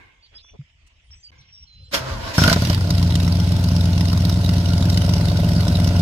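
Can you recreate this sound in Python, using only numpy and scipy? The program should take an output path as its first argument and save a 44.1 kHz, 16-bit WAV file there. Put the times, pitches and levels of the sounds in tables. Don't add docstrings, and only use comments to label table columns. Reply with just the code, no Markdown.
import sys
import numpy as np
from scipy import signal
from scipy.fft import rfft, irfft
from scipy.io import wavfile
from scipy.ndimage import uniform_filter1d

SR = 44100
rng = np.random.default_rng(int(sys.argv[2]) if len(sys.argv) > 2 else 0)


def persist_wave(psi):
    counts = np.round(np.clip(psi, -1, 1) * 32767).astype(np.int16)
    wavfile.write(sys.argv[1], SR, np.atleast_2d(counts).T)


def magnitude_from_level(level_db):
    exponent = np.asarray(level_db, float) / 20
    return 10 ** exponent


N = 265437
T = np.arange(N) / SR
CABIN_END_S, YARD_START_S = 1.306, 1.317


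def evened(x):
    return x / np.sqrt(np.mean(x ** 2) + 1e-20)


def read(points, hz):
    f, value = np.transpose(points)
    return np.interp(np.log(hz + 1), np.log(f + 1), value)


def curve(rows):
    s, value = np.transpose(rows)
    return np.interp(T, s, value)


# (frequency [Hz], likeness [0-1])
SAME = [(60, 0.98), (300, 0.8), (640, 0.75), (1400, 0.3), (3000, 0.18), (8000, 0.24)]


def noise(spectrum, patchy_db=2.5):
    frames, hz = N // 256 + 5, np.fft.rfftfreq(1024, 1 / SR)
    a, b, c, d, patches = rng.standard_normal((frames, 513, 5)).T
    patches = uniform_filter1d(patches, size=10, axis=0)
    patches = evened(uniform_filter1d(patches, size=8, axis=1))
    same = np.clip(read(SAME, hz), 0, 1)[:, None]
    left = a + 1j * b
    right = same * left + np.sqrt(1 - same ** 2) * (c + 1j * d)
    z = np.array([left, right]) * magnitude_from_level(read(spectrum, hz)[:, None] + patchy_db * patches)
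    return evened(signal.istft(z, nperseg=1024, noverlap=768)[1][:, :N])


def hiss_source(common=0.0):
    return rng.standard_normal((2, N)) + common * rng.standard_normal(N)


def ring(x, modes):
    out = 0
    for hz, width, db in modes:
        r = np.exp(-np.pi * width / SR)
        poles = [1, -2 * r * np.cos(2 * np.pi * hz / SR), r * r]
        out = out + magnitude_from_level(db) * signal.lfilter([1 - r], poles, x) * hz / SR
    return out


def train(s, size):
    return np.bincount(np.round(s * SR).astype(int), size, N)[:N]


def puff(clicks, rise_s, fall_s):
    t = np.arange(4000) / SR
    shape = np.exp(-t / fall_s) - np.exp(-t / rise_s)
    return np.sqrt(abs(signal.oaconvolve(clicks ** 2, shape)[:N]))


def lay(sounds):
    out = np.zeros((2, N))
    for s, sound in sounds:
        out[:, round(s * SR):][:, :sound.shape[-1]] += sound
    return out


# (frequency [Hz], density [dB per Hz])
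CABIN = [(12, -49), (20, -15.5), (62, 9), (87, -8.5), (184, -26), (583, -36.5), (632, -27.5), (762, -37),
         (895, -33), (1610, -34), (1840, -26.5), (3060, -22.5), (4340, -37), (5230, -31.5), (7900, -43.5),
         (8700, -53), (15600, -72), (22000, -120)]
YARD = [(12, -34), (20, -19), (60, 4), (114, -9.5), (248, -32), (423, -45), (471, -44), (1790, -36.5),
        (3060, -25), (4580, -36), (5100, -29), (7800, -54), (8600, -70), (15600, -101), (22000, -120)]


def air():
    cabin = magnitude_from_level(-52.5) * noise(CABIN, patchy_db=3.5) * (T < CABIN_END_S)
    yard = magnitude_from_level(-51) * noise(YARD, patchy_db=-3.0) * (T > YARD_START_S)
    return cabin + yard


# (frequency [Hz], width [Hz], level [dB])
SETTLE = [(363, 59, -8), (530, 39, -4), (900, 39, -13), (1090, 150, -2.5), (1610, 58, 1), (1730, 150, -8),
          (2150, 90, 6.5), (2360, 49, -7), (2800, 52, -17), (3210, 27, -34), (3660, 86, -14),
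          (4240, 42, -31)]
# (time [s], level [dB], t60 [s])
SETTLES = [
    (0, -47.5, 0.67),
    (1.318, -54.5, 0.8),
]


def settling_hiss():
    level = sum(magnitude_from_level(db - 60 * abs(T - s) / t60) * (T >= s) for s, db, t60 in SETTLES)
    return evened(ring(hiss_source(), SETTLE)) * level


def bird(s, length, hz, slide_hz, db):
    slide_s, edge_s, echo_db, echo_t60_s = 0.0236, 0.013, -41.5, 0.57
    t = np.arange(0, length, 1 / SR)
    waver, flutter = uniform_filter1d(rng.standard_normal((2, 12000)), size=200)[:, :len(t)]
    level = magnitude_from_level(db + 1.1 * evened(flutter)) * np.clip(np.minimum(t, length - t) / edge_s, 0, 1)
    pitch = (hz + slide_hz * np.exp(-t / slide_s)) * (1 + 0.0061 * evened(waver))
    tone = np.sqrt(2) * level * np.sin(2 * np.pi * np.cumsum(pitch) / SR)
    echo = rng.standard_normal(3000) * magnitude_from_level(echo_db - 60 * np.arange(3000) / SR / echo_t60_s)
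    echo[0] = 1
    end = round((CABIN_END_S - s) * SR) if s < CABIN_END_S else None
    return s, signal.fftconvolve(tone, echo)[:end]


# (start [s], length [s], pitch [Hz], opening slide from above [Hz], level [dB])
BIRDS = [(0.22, 0.049, 4550, 20, -55), (.345, 0.046, 5100, -250, -43), (0.333, 0.064, 3370, -55, -58),
         (0.425, 0.092, 3440, 17, -56), (0.426, 0.11, 5830, 150, -60), (1.035, .03, 9000, 20, -75),
         (1.06, 0.047, 8750, 100, -75), (1.35, .05, 6840, -100, -75), (1.395, .03, 8350, 20, -74),
         (1.72, .04, 9950, 20, -87), (1.835, .04, 4700, 50, -64), (1.106, 0.047, 5300, 254, -47.5),
         (1.145, 0.11, 6050, -100, -64), (1.14, 0.056, 7850, -200, -67), (1.195, 0.036, 7200, 200, -62),
         (1.22, 0.04, 6400, -100, -66), (1.227, 0.062, 4680, 202, -46.5), (1.235, .035, 7750, -100, -67),
         (1.281, 0.028, 3100, -150, -55), (1.283, .025, 6050, 20, -63), (1.378, 0.048, 5710, 98, -54.5),
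         (1.465, 0.06, 5560, 20, -61), (1.516, 0.089, 5480, 120, -49), (1.585, 0.049, 5640, -120, -53),
         (1.616, 0.035, 5460, 100, -47.5), (1.665, 0.23, 4080, 250, -54.5), (1.72, .04, 6620, 17, -72),
         (1.81, .05, 10700, 20, -81), (1.84, .04, 7200, 500, -71), (1.88, 0.04, 8200, -100, -68)]


def birds():
    return lay([bird(*b) for b in BIRDS])


def rustle(s, db, hz, width, length):
    cloth = [(hz, width, 0)]
    scrape = ring(ring(rng.standard_normal((2, 4000)), cloth), cloth)[:, -round(length * SR):]
    swell = np.sin(np.pi * np.linspace(0, 1, scrape.shape[1]) ** 0.82) ** 2
    return s, magnitude_from_level(db) * evened(scrape) * swell


# (time [s], level [dB], centre [Hz],
# width [Hz], length [s])
RUSTLES = [(0.25, -56, 4020, 1200, 0.036), (0.31, -55, 2770, 3000, 0.086), (0.37, -49, 3860, 990, 0.061),
           (0.44, -56.5, 1190, 805, 0.016), (0.475, -55, 2740, 800, 0.046), (0.528, -47.5, 600, 935, 0.05),
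           (0.304, -64, 600, 300, 0.085), (0.686, -62, 2800, 1000, 0.036), (0.817, -68, 3000, 800, 0.026),
           (0.861, -60.5, 6700, 5000, 0.031), (0.89, -61, 2800, 1000, 0.055), (0.99, -60, 2900, 900, 0.03),
           (1.104, -53, 3000, 5000, 0.0064), (1.113, -57, 2900, 1200, 0.069),
           (1.396, -59, 4060, 1200, 0.063), (1.473, -57, 2690, 800, 0.052), (1.772, -66, 507, 120, 0.096),
           (1.852, -65, 493, 120, 0.11), (0.607, -58, 2420, 1500, 0.017)]


def rustles():
    return lay([rustle(*r) for r in RUSTLES])


def bump(s, db, hz, length):
    t = np.arange(round(length * SR)) / SR
    return s, magnitude_from_level(db) * np.sin(2 * np.pi * hz * t) * np.sin(np.pi * (t / length) ** 0.42) ** 2


# (time [s], level [dB], pitch [Hz], length [s])
BUMPS = [
    (0.59, -28.5, 139, 0.051),
    (1.098, -41.5, 73, 0.072),
]


def bumps():
    return lay([bump(*b) for b in BUMPS])


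def load_gain(clash_db, clash_fall_db_per_s, crank_db, tiring_db_per_s, stroke_db):
    since = T - 1.944
    rise = magnitude_from_level(954 * np.minimum(since, 0)) * (since > -.032)
    clash = magnitude_from_level(clash_db - clash_fall_db_per_s * np.maximum(since, 0))
    strain = np.cos(2 * np.pi * (T - 2.1) / 0.18)
    crank = magnitude_from_level(crank_db + tiring_db_per_s * since + stroke_db * strain)
    return rise * np.hypot(clash, crank) * np.clip((2.385 - T) / 0.028, 0, 1)


def overrun_gain():
    drag_db, coast_db, release_s, stop_s = -26.5, -34.5, 2.545, 2.775
    edges = np.clip((T - 2.33) / 0.02, 0, 1) * np.clip((stop_s - T) / 0.043, 0, 1)
    released = np.clip((T - release_s) / 0.012 + .5, 0, 1)
    soft_db = -4.5 * (T < 2.385)
    return edges * magnitude_from_level(drag_db + (coast_db - drag_db) * released + soft_db)


# (time [s], rate [Hz])
PINION = [
    (1.92, 1406),
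    (2.06, 1300),
    (2.13, 1198),
    (2.2, 880),
    (2.265, 1113),
    (2.33, 942),
    (2.6, 1325),
]


def pinion_teeth():
    waver = evened(uniform_filter1d(rng.standard_normal(N), size=300))
    phase = np.cumsum(curve(PINION) * (1 + .03 * waver)) / SR
    return np.diff(np.floor(phase), prepend=0) * magnitude_from_level(4.3 * rng.standard_normal(N))


def heave():
    rumble = noise([(20, -1), (45, -1), (86, 5.5), (130, -7), (250, -15), (400, -67)])
    return load_gain(-35, 60, -35.5, -1, -2) * rumble


# (frequency [Hz], width [Hz], level [dB])
HOUSING = [(547, 8, 5), (670, 35, 3.5), (944, 160, -7.5), (1100, 340, -7.5), (1470, 170, -3.5)]


def whine(teeth):
    rattle = 1.25 * rng.standard_normal((2, N))
    return load_gain(-27, 99, -33, -1, 2.5) * evened(ring(evened(teeth) + rattle, HOUSING))


# (frequency [Hz], density [dB per Hz])
GRIND = [(150, -24), (250, 3), (475, -20), (546, -4.5), (660, -5), (785, -21), (984, -8), (1170, -11.5),
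         (1570, -12), (1740, -5), (3090, -6.5), (5290, -6), (8600, -21.5), (14500, -21), (15800, -39)]


def grind(teeth):
    scrape = noise(GRIND, patchy_db=1.6) * (0.65 + evened(puff(teeth, .0001, 0.0014)) * 0.18)
    dull = signal.sosfilt(signal.butter(1, 9000, fs=SR, output="sos"), scrape)
    loaded = np.where(T < 2.0, scrape, dull) * load_gain(-19.5, 302, -42, 11, 2)
    dragged = np.roll(scrape, SR // 2, axis=1) * overrun_gain()
    return magnitude_from_level(4.5) * (loaded + dragged)


# (frequency [Hz], level [dB], t60 [s])
CLANG = [(556, 0, .25), (1480, -4, .15), (1590, -2, .3), (2070, -3, .12)]


def clang():
    t = np.maximum(T - 1.944 + .015, 0)
    tones = sum(magnitude_from_level(-26 + db - 60 * t / t60) * np.sin(2 * np.pi * hz * t) for hz, db, t60 in CLANG)
    return tones * np.minimum(t / 0.0057, 1)


# (time [s], level [dB], pitch [Hz], length [s])
GROANS = [(2.0, -28.5, 128, 0.19), (1.955, -31, 81, 0.13), (2.09, -28, 83, .17), (2.09, -31, 45, 0.25),
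          (2.25, -30, 84, .11), (2.15, -37, 215, 0.092), (2.25, -46, 530, 0.069), (2.07, -43, 2300, 0.095),
          (2.06, -36, 645, 0.085), (2.1, -51, 650, .06), (4.7, -38, 1400, .05)]


def groans():
    return lay([bump(*g) for g in GROANS])


# (frequency [Hz], width [Hz], level [dB])
SQUEAL = [(5400, 120, 0), (1480, 90, -5)]


def squeal():
    start_s, start_db, fade_db_per_s = 2.385, -21.5, 122
    level = magnitude_from_level(start_db - fade_db_per_s * abs(T - start_s)) * (T > start_s)
    return evened(ring(hiss_source(), SQUEAL)) * level


def starter():
    teeth = pinion_teeth()
    return heave() + whine(teeth) + grind(teeth) + clang() + groans() + squeal()


def warming(idle_db, db_per_s):
    return idle_db + db_per_s * np.maximum(T - 4, 0)


def blow_level_db():
    return warming(-12.5, 1.07)


def silencer_level_db():
    return warming(-29, 3)


def hiss_level_db():
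    return warming(-33.5, 0.7)


# (frequency [Hz], density [dB per Hz])
BAY = [(190, 5), (330, -3.5), (376, -11.5), (683, -13), (765, -38), (857, -6), (1130, -22), (1440, -12.5),
       (1690, -20.5), (5250, -16), (6910, -28), (13000, -32.5), (15000, -44), (15800, -33)]


def engine_bay():
    return noise(BAY, patchy_db=1.2) * magnitude_from_level(hiss_level_db() + 5) * np.clip((T - 2.38) / 0.021, 0, 1)


# (time [s], spit level [dB], blow level [dB])
CATCH = [(2.3808, -11.5, -2.5), (2.4175, -21, -4), (2.4383, -8, -5), (2.4589, -22, -7), (2.4781, -7, -4),
         (2.4985, -9, -11.5), (2.5157, -27, -6.5), (2.5291, -7, -15), (2.5617, -24, -5.5),
         (2.6211, -19, -7), (2.6507, -16, -58), (2.672, -19.5, -14), (2.6994, -14.5, -7), (2.731, -21, -26),
         (2.747, -17, -54), (2.7765, -23, -13), (2.809, -24.5, -15), (2.8417, -30, -15.5),
         (2.8734, -29, -14)]
FIRST_S, FIRST_SPIT_DB, FIRST_BLOW_DB = np.transpose(CATCH)
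# (frequency [Hz], density [dB per Hz])
SPIT = [(530, -59), (900, -13.5), (1010, -2.5), (1120, -12.5), (1440, -8.5), (1660, -20), (2010, -8),
        (2320, -23), (3790, -3), (5300, 1), (6980, -17), (12900, -18), (15800, -33)]
# (frequency [Hz], width [Hz], level [dB])
TIP = [(2900, 370, 12), (3826, 240, 1.5), (4420, 140, -39), (5680, 220, -17.5)]
# (time [s], level [dB])
SPURTS = [(2.906, 6.5), (2.982, 4.5), (3.028, 1.5), (3.076, -5.5), (3.155, 4.5), (3.202, 3.5), (3.355, 0.5),
          (3.37, -2), (3.4, 2), (3.446, -5.0), (3.596, -4), (3.641, 2.5), (3.733, -6.0), (3.856, 4.0),
          (3.887, -14), (3.933, -1.5), (3.963, -8), (3.979, 3.5), (4.009, 3), (4.085, 1.5), (4.251, 3.5),
          (4.297, 2.5), (4.327, 1.5), (4.372, -7.5), (4.417, -10), (4.492, 4), (4.537, 0), (4.568, 1),
          (4.583, -1), (4.613, -13), (4.705, -3.5), (4.735, 2), (4.81, -4), (4.825, 3.5), (4.9, 3.5),
          (4.974, 5.5), (5.049, 1), (5.093, 3), (5.137, 3), (5.182, -1), (5.211, 1), (5.255, -0.5),
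          (5.285, 2), (5.329, -13), (5.416, -10), (5.49, 1), (5.519, -2), (5.563, -3.5), (5.637, -17),
          (5.681, 3), (5.726, -7), (5.756, 1), (5.8, 2), (5.845, 1), (5.875, 4.5), (5.92, -27), (5.965, -6),
          (6.011, -1)]
FORE_DB = (-40, -9, -40, -7, -40, -40, -16, -40)


def tailpipe_hiss(s, heard_s, near, steady, spit_db, cylinder):
    lead_s, fore_s = .0013, .004
    spurt_db = 0.8 * rng.standard_normal(len(s))
    spurt_db += sum(db * (abs(s - at) < .006) * near for at, db in SPURTS)
    spits = train(heard_s - lead_s, steady * magnitude_from_level(spit_db + spurt_db)) * magnitude_from_level(hiss_level_db() + 8.5)
    spits += train(FIRST_S - lead_s, magnitude_from_level(FIRST_SPIT_DB - 4))
    fore = train(heard_s - lead_s - fore_s, steady * magnitude_from_level(np.array(FORE_DB)[cylinder]))
    fore = fore * magnitude_from_level(hiss_level_db() + 9.5)
    gush = np.hypot(1.2 * puff(spits, .0008, .0022), 1.3 * puff(fore, .0005, .0012))
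    hiss = gush * noise(SPIT, patchy_db=4.5) * magnitude_from_level(2.0)
    return hiss + magnitude_from_level(18) * ring(hiss, TIP)


def bang():
    u = np.arange(-200, 201) / SR / 0.00099
    clicks = train(FIRST_S + .0014, magnitude_from_level(FIRST_BLOW_DB - 5.5))
    return signal.oaconvolve(clicks, -u * np.exp(-u ** 2 / 2), "same")


# (place [firing steps], sign [+-1], level [dB])
KNOCKS = [(.3, 1, -5), (.95, -1, -6), (1.65, 1, -6), (2.75, -1, -1.5), (3.3, 1, -4.5), (3.7, -1, -7),
          (4.15, 1, -11), (4.65, -1, -10), (5.15, 1, -10), (5.65, -1, 0), (6.2, 1, -5.5), (6.6, -1, -7),
          (7.1, 1, -11), (7.8, -1, -6)]
# (frequency [Hz], width [Hz], level [dB])
SHELL_MODES = [(454, 72, -7), (633, 140, -2), (600, 40, 3.5), (684.8, 19.4, 9), (990, 150, -4)]


def shell_knocks(turn):
    cycles = int(turn[-1]) // 8 + 1
    place, sign, knock_db = np.transpose(KNOCKS)
    place = (place + 8 * np.arange(cycles)[:, None] - 2).ravel()
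    size = (sign * magnitude_from_level(knock_db + 1.5 * rng.standard_normal((cycles, len(sign))))).ravel()
    keep = (place > 14) & (place < turn[-1] - 1)
    struck = train(np.interp(place[keep], turn, T), size[keep])
    struck = struck + train(FIRST_S, magnitude_from_level(FIRST_BLOW_DB + 8.5))
    return magnitude_from_level(silencer_level_db() + 79) * ring(ring(struck, [(600, 450, 0)]), SHELL_MODES)


# (frequency [Hz], width [Hz], level [dB])
SILENCER = [(474, 15, -5), (570, 25, -8), (600, 36, 0), (669, 13.4, 5), (984, 57, -7), (1440, 45, -15.5)]


def silencer_roar(clack_s, burn, ring_db):
    uneven_db = 1.2 * rng.standard_normal(len(burn))
    rings = train(clack_s, .25 * burn * magnitude_from_level(ring_db + uneven_db)) * magnitude_from_level(silencer_level_db() + 11.0)
    rings += train(FIRST_S, magnitude_from_level(FIRST_BLOW_DB - 2.0))
    return magnitude_from_level(-12) * evened(ring(hiss_source(2), SILENCER)) * puff(rings, .002, .006)


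CLACKS_DB = (-2, -12, -10, -12, -14, -5, -14, -9)


def baffle_clacks(clack_s, burn, cylinder):
    clacks = train(clack_s, burn * magnitude_from_level(np.array(CLACKS_DB)[cylinder])) * magnitude_from_level(silencer_level_db() - 3)
    first_db = (FIRST_SPIT_DB + FIRST_BLOW_DB) / 2 + np.where(FIRST_S < 2.59, -7, -19.5)
    clacks = clacks + train(FIRST_S, magnitude_from_level(first_db + 6.5))
    tip = evened(ring(hiss_source(0.78), [(1450, 67, 7.5), (1021, 21, 1)]))
    return tip * puff(clacks, 0.0019, 0.0035)


def pipe(clicks, modes, direct):
    t = np.arange(SR // 2) / SR
    slug = t[:600] * np.exp(-t[:600] / .0009)
    body = sum(size * magnitude_from_level(-60 * t / t60) * np.cos(2 * np.pi * hz * t) for hz, t60, size in modes)
    body[0] += direct
    out = signal.fftconvolve(signal.oaconvolve(clicks, slug / slug.sum()), body)[:N]
    return signal.sosfilt(signal.butter(3, 350, fs=SR, output="sos"), out)


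# (frequency [Hz], t60 [s], size [signed])
NEAR_PIPE = [(43, .4, .024), (62, .4, -.029), (89.2, .4, -.145), (116.3, .4, -.169), (164.3, .108, -.368),
             (184.7, .4, .053), (230.6, .343, -.06), (291, .4, -.013)]
FAR_PIPE = [(47, .051, -.239), (72.8, .05, .234), (90.4, .4, -.173), (111.6, .4, -.022), (161.6, .4, .07),
            (168.3, .4, -.141), (244, .276, -.055), (271, .4, -.021)]


def exhaust_blows(s, near, size):
    level = magnitude_from_level(blow_level_db() + 12.5)
    near_blows = train(s, size * near) * level + train(FIRST_S, magnitude_from_level(FIRST_BLOW_DB + 7.5))
    far_blows = train(s, size * ~near) * level
    return pipe(near_blows, NEAR_PIPE, 0.6) + pipe(far_blows, FAR_PIPE, 7.0)


# (time [s], speed [rpm])
SPEED = [(2.6, 962.4), (2.828, 1043.8), (3.056, 940.1), (3.284, 980.4), (3.512, 1004.2), (3.74, 971.7),
         (3.968, 983.0), (4.196, 993.6), (4.424, 1000.7), (4.652, 982.5), (4.88, 1005.5), (5.108, 1013.9),
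         (5.336, 1025.5), (5.564, 1019.3), (5.792, 1005.7), (6.02, 991.8)]
# (bank [1 near, 0 far], blow [size], spit level [dB], silencer ring level [dB])
CYLINDERS = [
    (0, 1.6, -12, -2.5),
    (1, .57, -.5, -4),
    (0, .5, -12, 1),
    (1, 1.12, -3, -3),
    (1, .98, -3, -11),
    (0, .5, -9, 2.5),
    (1, 1.43, 0, -3.5),
    (0, 1.16, -11, -3),
]
# (time [s], level [dB])
WEAK = [
    (3.889, -2),
    (4.615, -8),
    (4.79, -3),
    (5.331, -2.5),
    (5.64, -27),
    (5.922, -8),
]


def engine():
    steady_s = 2.89
    near_turn, far_turn, far_spit_turn, clack_turn = .579, .015, .82, 0.54
    turn = np.cumsum(curve(SPEED) * (T >= SPEED[0][0])) / 15 / SR
    step = np.arange(int(turn[-1]))
    cylinder = (step + 2) % 8
    near, blow, spit_db, ring_db = np.array(CYLINDERS)[cylinder].T
    near = near > .5
    s = np.interp(step + np.where(near, near_turn, far_turn), turn, T)
    heard_s = np.interp(step + np.where(near, near_turn, far_spit_turn), turn, T)
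    clack_s = np.interp(step + clack_turn, turn, T)
    burn_db = 0.6 * rng.standard_normal(len(s)) + sum(db * (abs(s - at) < .006) for at, db in WEAK)
    burn = magnitude_from_level(burn_db) * (~near | (s > steady_s))
    steady = np.where(near, s > steady_s, burn)
    out = engine_bay() + tailpipe_hiss(s, heard_s, near, steady, spit_db, cylinder)
    out = out + bang() + shell_knocks(turn)
    out = out + silencer_roar(clack_s, burn, ring_db) + baffle_clacks(clack_s, burn, cylinder)
    return out + exhaust_blows(s, near, blow * burn)


def scene():
    return air() + settling_hiss() + birds() + rustles() + bumps() + starter() + engine()


def top_cut(x):
    return signal.sosfilt(signal.butter(12, 15920, fs=SR, output="sos"), x)


# (frequency [Hz], left minus right [dB])
BALANCE_DB = [(60, 1.5), (110, 0.0), (200, -0.5), (380, 1), (700, -2.5), (1290, 0), (2380, -4), (4400, -5),
              (8120, 7.5), (15000, 6.5)]


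def record(dry):
    hz = np.fft.rfftfreq(2 * N, 1 / SR)
    tilt = magnitude_from_level(read(BALANCE_DB, hz) / 2)
    band = (hz < 15850) * hz ** 2 / np.hypot(hz ** 2, 38 ** 2)
    late = np.exp(-2j * np.pi * hz * 0.0002945 * np.clip(hz / 2500, 0, 1))
    ports = irfft(rfft(dry, 2 * N) * band * np.array([tilt * late, 1 / tilt]))[:, :N]
    mix = np.clip(ports, -.96, .96)
    return top_cut(mix)


dry = scene()
out = record(dry)
persist_wave(out)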